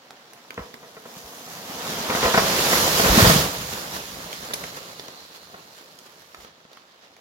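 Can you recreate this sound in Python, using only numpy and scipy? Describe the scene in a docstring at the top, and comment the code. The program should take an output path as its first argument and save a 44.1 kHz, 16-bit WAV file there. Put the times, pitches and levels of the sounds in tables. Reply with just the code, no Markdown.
"""Tree falling through a dry grove

Its trunk groans (slip pulses ring modes), limbs crack (torn bursts ring modes), wood thumps (low sine pulses).
Twigs snap (resonant noise bursts). The crown moves from slightly right to further right.
Leaves (crackle plus noise), boughs (slaps plus noise) and air (low noise) swell with the sweep.
Fine litter sifts afterwards as narrow hiss. Two spaced microphones.
A short diffuse tail answers the cracks, twigs and groan."""
import sys
import numpy as np
from scipy import signal
from scipy.fft import rfft, irfft, next_fast_len
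from scipy.io import wavfile
from scipy.ndimage import uniform_filter1d, map_coordinates

SR = 44100
rng = np.random.default_rng(int(sys.argv[2]) if len(sys.argv) > 2 else 0)


def generate_wav(signal):
    """Clip the signal to [-1, 1] and save it as 16-bit WAV at the path in sys.argv[1]."""
    frames = np.transpose(np.atleast_2d(signal))
    scaled = np.clip(frames, -1, 1) * 32767
    pcm = np.round(scaled).astype(np.int16)
    wavfile.write(sys.argv[1], SR, pcm)


N = 317891

# limb cracks: [t/s, level/dB, tear length to 1/e /s]
LIMB_CRACKS = [(0.5774, -19, 0.0072), (.59, -25.5, .02), (.83, -33.5, 0.026), (0.967, -31.5, 0.014),
               (1.055, -31.5, 0.011), (1.465, -39, 0.031), (2.097, -14, 0.034), (2.15, -10.5, 0.0028),
               (2.228, -9.5, 0.073), (2.3429, -5, 0.017), (2.376, -2, 0.01), (2.729, -6.5, 0.011),
               (2.997, -7, 0.011), (3.04, -9, 0.072), (3.185, -6, 0.014), (3.2, -6.5, 0.016),
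               (3.245, -5, .025), (3.295, -6, 0.02), (4.507, -26, 0.0093), (4.639, -28, 0.0028),
               (4.77, -30, 0.011), (5.085, -28.5, 0.0039), (5.543, -28, 0.0061), (6.446, -34.5, 0.0072),
               (6.651, -38.5, 0.0026)]
# heavy wood thumps: [t/s, level before THUMP_TRIM_DB /dB, f/Hz]
WOOD_THUMPS = [(.584, -26.5, 94.5), (.593, -23, 177), (.6, -29, 60.4), (1.167, -29.5, 188), (1.24, -39, 62),
               (1.696, -26, 196), (2.245, -18.5, 65), (3.093, -7, 50), (3.176, 2, 198), (3.222, -2, 96),
               (3.25, -14, 55), (3.273, -5, 136), (3.359, -2.5, 171), (6.38, -44, 60), (6.42, -49, 60)]
# twig snaps: [t/s, level before TWIG_TRIM_DB and panning /dB, f/Hz, left lag/ms]
TWIG_SNAPS = [(.1068, -31.5, 1470, 0), (.334, -34.5, 9100, 0.042), (.506, -25.5, 1960, 0.45),
              (.542, -37, 6540, .3), (.741, -30.5, 2230, 0.5), (2.102, -19, 2500, .08),
              (4.329, -23, 3400, .4), (4.535, -19, 3800, .49), (4.538, -16, 9000, 0.47),
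              (4.542, -17.5, 5000, 0.41), (4.6391, -22, 2220, 0.42), (4.996, -24.5, 3930, .2),
              (5.082, -31, 4500, 0.37), (5.9885, -34, 6000, 0.32), (6.346, -29.5, 1600, 0.15),
              (6.732, -40.5, 4000, 0.0077), (6.772, -36.5, 1400, 0.083), (7.166, -40.5, 2200, 0.014)]
# resonances of the straining trunk: [f/Hz, width/Hz, relative level/dB]
TRUNK_MODES = [(208, 85, 1), (485, 60, 0), (695, 55, 1.5), (930, 120, -11)]
# resonances of cracking limbs, before sap damping: [f/Hz, width/Hz, relative level/dB]
LIMB_MODES = [(245, 110, -5), (495, 90, 0), (680, 120, -2), (970, 160, -1.5), (1290, 260, -4.5),
              (1700, 400, -10)]
# colour of twig snaps as the microphones hear them: [f/Hz, relative level/dB]
HEARD_SNAP_SPECTRUM = [(40, -45), (150, 4), (600, 12.5), (2000, 5.5), (6800, 2.5), (8200, -7),
                       (12000, -1.5), (16000, -3)]
# colour of leaves as the microphones hear them, before the treble gain: [f/Hz, relative level/dB]
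HEARD_LEAF_SPECTRUM = [(80, -70), (500, -9), (1200, 1), (1800, 0.5), (2500, -2.5), (3600, 0.5),
                       (5500, -1.5), (7100, -4), (7900, -13), (10000, -12), (11800, -9), (16000, -15.5)]
# colour of boughs: [f/Hz, relative level/dB]
BOUGH_SPECTRUM = [(50, -61), (120, -41), (220, -1.5), (320, -1.5), (520, 2), (720, -0.5), (1150, -2.5),
                  (1700, -9.5), (2600, -11), (6000, -24)]
# colour of pushed air, before the deep cut: [f/Hz, relative level/dB]
AIR_SPECTRUM = [(15, -35), (35, -12), (65, -5), (110, -6), (180, 1.5), (250, -13), (400, -13), (900, -27.5)]
# crown sweeping the foliage: [t/s, base rustle level/dB]
CROWN_SWEEP = [(0, -55.5), (1, -54), (1.6, -45.5), (1.92, -35.5), (2.08, -34.5), (2.29, -26.5),
               (2.7, -26.5), (3.05, -24.5), (3.28, -20.5), (3.39, -26), (3.52, -36.5), (3.9, -40.5),
               (4.15, -43.5), (4.6, -43), (5.28, -53), (5.9, -55.5), (6.4, -56), (6.65, -59)]
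# shaking fronds: [t/s, rustle rise/dB, half length to 1/e /s]
FROND_FLUTTERS = [(0.627, 5, .045), (1.163, 3, 0.064), (2.15, 2.5, 0.032), (2.241, 1.5, 0.029),
                  (2.757, 4, 0.052), (3.734, 5, 0.0064), (3.957, 6, 0.025), (4.772, 4.5, 0.013),
                  (5.36, 6.5, 0.022), (5.566, 1, 0.085), (5.79, 4.5, 0.05), (6.065, 5.5, 0.01),
                  (6.443, 5, 0.052), (6.766, 4, .05), (7.044, 5.5, 0.023)]
# gain of the leaves above 7 kHz: [t/s, level/dB]
LEAF_TREBLE = [(0, -11.5), (1.3, 7.5), (2.3, -1), (2.7, 4.5), (3.9, 4), (5.2, 1), (6.44, 0.5), (6.5, -23),
               (7.2, -13)]
# decay of the grove's tail: [f/Hz, t60/s]
GROVE_DECAY = [(60, 0.25), (200, 0.81), (600, 0.51), (3000, 0.086), (12000, 0.27)]

SPACING_S = 0.00041  # sound's travel time between the microphones
TOP_HZ = 16000
TIP_S, LAND_S, FALL_POWER = 1.54, 3.34, 3.1
UPRIGHT_LAG_MS, FALLEN_LAG_MS = 0.14, 0.26  # left microphone's lag, crown up and down
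THUMP_TRIM_DB, TWIG_TRIM_DB = -7.5, 4.5
THUD_DB, THUD_HZ = -4.5, 219  # thud with each crack: dB over crack level, before THUMP_TRIM_DB
TWIG_REACH = 5.8  # treble corner of a snap, in multiples of its pitch
LEAVES_DB = 3.5  # over the sweep
LEAVES_RIGHT_DB, FALLEN_RIGHT_DB = 2.5, 1.5  # right over left; extra once fallen
BOUGHS_DB, BOUGHS_DB_PER_DB = 1.05, 0.94  # trim; gain per dB of sweep
AIR_DB, AIR_DB_PER_DB, AIR_ALOFT_DB = -3, 1.33, -11  # trim; gain per dB of sweep; extra while upright
PIVOT_DB = -40  # sweep level that driven() leaves unchanged


def cracks():
    """Torn fibres stick and slip in a quick run that rings the limb."""
    out, t = np.zeros(N), np.arange(SR // 8) / SR
    # sappy wood swallows the treble
    damp = lambda hz: 1 / (1 + 1j * hz / 1300 - (hz / 1900) ** 2)
    for s, db, length_s in LIMB_CRACKS:
        gaps_s = np.exp(0.25 * rng.standard_normal(size=50)) / 500
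        slip_s = np.cumsum(gaps_s)
        slip_samples = ((slip_s - slip_s[0]) * SR).astype(int)
        slips = np.bincount(slip_samples, minlength=len(t))[:len(t)]
        grit = 0.8 * rng.standard_normal(len(t))
        tear = (unit(slips) + grit) * np.exp(-(t / length_s) ** 2)
        sound = filtered(tear, lambda hz: ringing(LIMB_MODES, hz) * damp(hz))
        add(out, s, amp(db) * sound / np.abs(sound).max())
    return from_crown(out)


def thumps():
    """Heavy wood meets soft ground or gives way in a crack: a low push of a few cycles."""
    out, t = np.zeros(N), np.arange(SR // 5) / SR
    thuds = [(s, db + THUD_DB, THUD_HZ) for s, db, _ in LIMB_CRACKS]
    for s, db, hz in list(WOOD_THUMPS) + thuds:
        cycles = t * hz
        envelope = cycles / 0.5 * np.exp(1 - cycles / 0.53)
        push = envelope * np.sin(2 * np.pi * cycles)
        add(out, s, amp(db + THUMP_TRIM_DB) * push)
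    return from_crown(out)


def groan():
    """Fibres slip at an uneven rate and ring the trunk: faintly under strain, strongly as it gives way."""
    slips = ticks(400, spread_db=0.0)
    sound = unit(filtered(slips, lambda hz: ringing(TRUNK_MODES, hz)))
    strained_db = swell(peak_db=-59.5, start_s=0.77, end_s=2, rise_db_per_s=5, fall_db_per_s=44)
    yielding_db = swell(peak_db=-38.0, start_s=1.87, end_s=2.63, rise_db_per_s=30, fall_db_per_s=40)
    return from_crown(sound * (amp(strained_db) + amp(yielding_db)))


def twigs():
    """Dry twigs snap: noise bursts with one broad resonance, dulled by the foliage between."""
    out, t = np.zeros((2, N)), np.arange(SR // 20) / SR
    heard = lambda hz: amp(along(HEARD_SNAP_SPECTRUM, hz))
    for s, db, pitch_hz, lag_ms in TWIG_SNAPS:
        dull_hz = TWIG_REACH * pitch_hz
        burst = rng.standard_normal(len(t)) * np.exp(-(t / 0.0028) ** 2)
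        scatter = amp(-15) * rng.standard_normal((2, len(t))) * amp(-60 * t / 0.04)
        stick = lambda hz: 0.35 + ringing([(pitch_hz, 0.45 * pitch_hz, 0)], hz)
        foliage = lambda hz: 1 / np.sqrt(1 + (hz / dull_hz) ** 4)
        late = lambda hz: np.exp(-2j * np.pi * hz * np.array([[lag_ms / 1000], [0]]))
        sound = filtered(burst + scatter, lambda hz: stick(hz) * foliage(hz) * heard(hz) * late(hz))
        add(out, s, amp(db + TWIG_TRIM_DB) * sound / np.abs(sound).max())
    return out * amp([[-1.5], [1.5]])


def leaves():
    """Dry blades crackle in clusters; the harder the sweep, the more the crackles merge into hiss."""
    level_db, = curves(CROWN_SWEEP)
    treble_db, = curves(LEAF_TREBLE)
    right_db = LEAVES_RIGHT_DB + FALLEN_RIGHT_DB * fallen()
    rate_hz = 450 * amp(0.7 * (level_db + 48.5))
    t = np.arange(SR // 100) / SR
    crackle = np.zeros((2, N))
    for _ in range(8):  # each clump has its own crinkle and moments
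        crinkle = rng.standard_normal((2, len(t))) * amp(-60 * t / 0.0064)
        stirring = ticks(rate_hz / 8, spread_db=2.0) * amp(1.8 * wobble(7))
        crackle += signal.fftconvolve(stirring[None], crinkle, axes=1)[:, :N]
    mix = rush(patchy_db=1.5) + amp(-5.0) * unit(crackle)
    sound = unit(filtered(mix, lambda hz: amp(along(HEARD_LEAF_SPECTRUM, hz))))
    treble = filtered(sound, lambda hz: 1 / (1 + (7000 / (hz + 1)) ** 4))
    sound = sound + (amp(treble_db) - 1) * treble
    tremble_db = 0.6 * wobble(25)
    pan_db = np.array([-right_db, right_db]) / 2
    return sound * amp(level_db + flutter() + LEAVES_DB + tremble_db + pan_db)


def boughs():
    """Branches and broad leaves slap in the crown, over a diffuse swish from all around."""
    level_db = driven(BOUGHS_DB_PER_DB)
    slap_rate_hz = 600 * amp(0.35 * (level_db + 52))
    slaps = from_crown(ticks(slap_rate_hz, spread_db=5.0))
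    mix = rush(patchy_db=2.0) + amp(0.5) * slaps
    sound = filtered(mix, lambda hz: amp(along(BOUGH_SPECTRUM, hz)))
    sway_db = 1.2 * wobble(22)
    return unit(sound) * amp(level_db + 0.67 * flutter() + BOUGHS_DB + sway_db)


def air():
    """Air pushed aside by the crown rushes low; a weak rush loses its deepest notes."""
    level_db = driven(AIR_DB_PER_DB) + AIR_DB + AIR_ALOFT_DB * (1 - fallen())
    sound = unit(filtered(rush(patchy_db=2.0), lambda hz: amp(along(AIR_SPECTRUM, hz))))
    deep = filtered(sound, lambda hz: 1 / (1 + (hz / 60) ** 6))
    deep_db = 1.4 * np.minimum(level_db + 47, 0)
    return (sound + (amp(deep_db) - 1) * deep) * amp(level_db)


def sifting():
    """Tiny grains of litter make a narrow hiss that lingers after the fall."""
    hiss = rush(patchy_db=2.5)
    grains = all_around(np.array([ticks(900, spread_db=0), ticks(900, spread_db=8)]))
    sound = unit(filtered(hiss + grains, lambda hz: ringing([(4200, 760, 0)], hz) ** 2))
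    litter_db = swell(peak_db=-50.5, start_s=4.3, end_s=5.2, rise_db_per_s=31, fall_db_per_s=16)
    return sound * amp(litter_db + np.array([[-2.5], [2.5]]))


def grove(x):
    """Stems and foliage scatter a short diffuse tail, its decay set by frequency."""
    hz, t, z = signal.stft(rng.standard_normal((2, SR // 2)), SR, nperseg=256)
    decay = amp(-60 * t / along(GROVE_DECAY, hz)[:, None])
    tail = all_around(signal.istft(z * decay, SR, nperseg=256)[1])
    return signal.fftconvolve(x, tail / np.linalg.norm(tail[0]), axes=1)[:, :N]


def rush(patchy_db):
    """Diffuse noise with time-frequency patches of random gain."""
    z = signal.stft(rng.standard_normal((2, N)), nperseg=512)[2]
    field = uniform_filter1d(rng.standard_normal(z.shape[1:]), size=7, axis=0)
    field = uniform_filter1d(field, size=8, axis=1)
    noise = signal.istft(z * amp(patchy_db * unit(field)), nperseg=512)[1][:, :N]
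    return unit(all_around(noise))


def ticks(rate_hz, spread_db):
    """Random impulses of uneven size; mean power independent of rate."""
    chance = np.clip(rate_hz / SR, 1e-5, 1)
    size = amp(spread_db * np.minimum(rng.standard_normal(N), 2.5))
    hits = rng.random(N) < chance
    return unit(hits * size * np.sign(rng.standard_normal(N)) / np.sqrt(chance))


def fallen():
    """Fall progress, slow then gathering speed: 0 upright, 1 on the ground."""
    progress = (np.arange(N) / SR - TIP_S) / (LAND_S - TIP_S)
    return np.clip(progress, 0, 1) ** FALL_POWER


def driven(db_per_db):
    """Level in dB that follows the sweep at this slope."""
    return PIVOT_DB + db_per_db * (curves(CROWN_SWEEP)[0] - PIVOT_DB)


def flutter():
    """Decibels by which shaking fronds lift the rustle."""
    t = np.arange(N) / SR
    return sum(db * np.exp(-((t - s) / half_s) ** 2) for s, db, half_s in FROND_FLUTTERS)


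def swell(peak_db, start_s, end_s, rise_db_per_s, fall_db_per_s):
    """Level in dB that climbs to its peak, holds and dies away."""
    t = np.arange(N) / SR
    rise_db = rise_db_per_s * np.maximum(start_s - t, 0)
    fall_db = fall_db_per_s * np.maximum(t - end_s, 0)
    return peak_db - rise_db - fall_db


def from_crown(x):
    """Crown sound reaches the left microphone later, more so as the tree falls to the right."""
    lag_ms = UPRIGHT_LAG_MS + (FALLEN_LAG_MS - UPRIGHT_LAG_MS) * fallen()
    half_samples = lag_ms * SR / 1000 / 2
    return np.array([map_coordinates(x, [np.arange(N) + way * half_samples]) for way in (-1, 1)])


def all_around(pair):
    """Two unrelated signals become a diffuse field: alike in the bass, unrelated in the treble."""
    turn = lambda hz: np.arccos(np.sinc(2 * hz * SPACING_S)) / 2
    mid, side = filtered(pair, lambda hz: np.array([np.cos(turn(hz)), np.sin(turn(hz))]))
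    return np.array([mid + side, mid - side])


def ringing(modes, hz):
    """Causal response of (Hz, width Hz, dB) resonances."""
    return sum(amp(db) * 1j * hz * w / (c * c - hz * hz + 1j * hz * w) for c, w, db in modes)


def filtered(x, response):
    """x times a complex response of frequency."""
    n = x.shape[-1]
    m = next_fast_len(n + SR // 4)
    return irfft(rfft(x, m) * response(np.fft.rfftfreq(m, 1 / SR)), m)[..., :n]


def wobble(rate_hz):
    """Smooth random curve with this many knots a second."""
    knots = rng.standard_normal(int(N * rate_hz / SR) + 4)
    return map_coordinates(knots, [np.arange(N) * rate_hz / SR])


def curves(rows):
    """One value per sample for each column after the time."""
    s, *cols = np.transpose(rows)
    return [np.interp(np.arange(N) / SR, s, c) for c in cols]


def along(points, hz):
    """(Hz, value) points interpolated on a log axis."""
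    f, v = np.transpose(points)
    return np.interp(np.log(hz + 1), np.log(f + 1), v)


def add(track, s, sound):
    """Mix a sound into a track at time s."""
    part = track[..., max(round(s * SR), 0):][..., :sound.shape[-1]]
    part += sound[..., :part.shape[-1]]


def amp(db):
    """Decibels to gain."""
    return 10 ** (np.asarray(db) / 20)


def unit(x):
    """x at rms 1."""
    return x / np.sqrt(np.mean(x ** 2) + 1e-20)


def scene():
    """Cracks, twigs and groan with their grove tail, plus thumps, inside the rustle."""
    wood = cracks() + twigs() + groan()
    echo = amp(-5.5) * grove(wood)
    rustle = leaves() + boughs() + air() + sifting()
    return wood + echo + thumps() + rustle


def record(dry):
    """Microphones lose the lowest bass; the recorder keeps nothing above its band limit."""
    bass_cut = signal.butter(2, 26, "highpass", fs=SR, output="sos")
    return filtered(signal.sosfilt(bass_cut, dry), lambda hz: hz < TOP_HZ)


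dry = scene()
out = record(dry)
generate_wav(out)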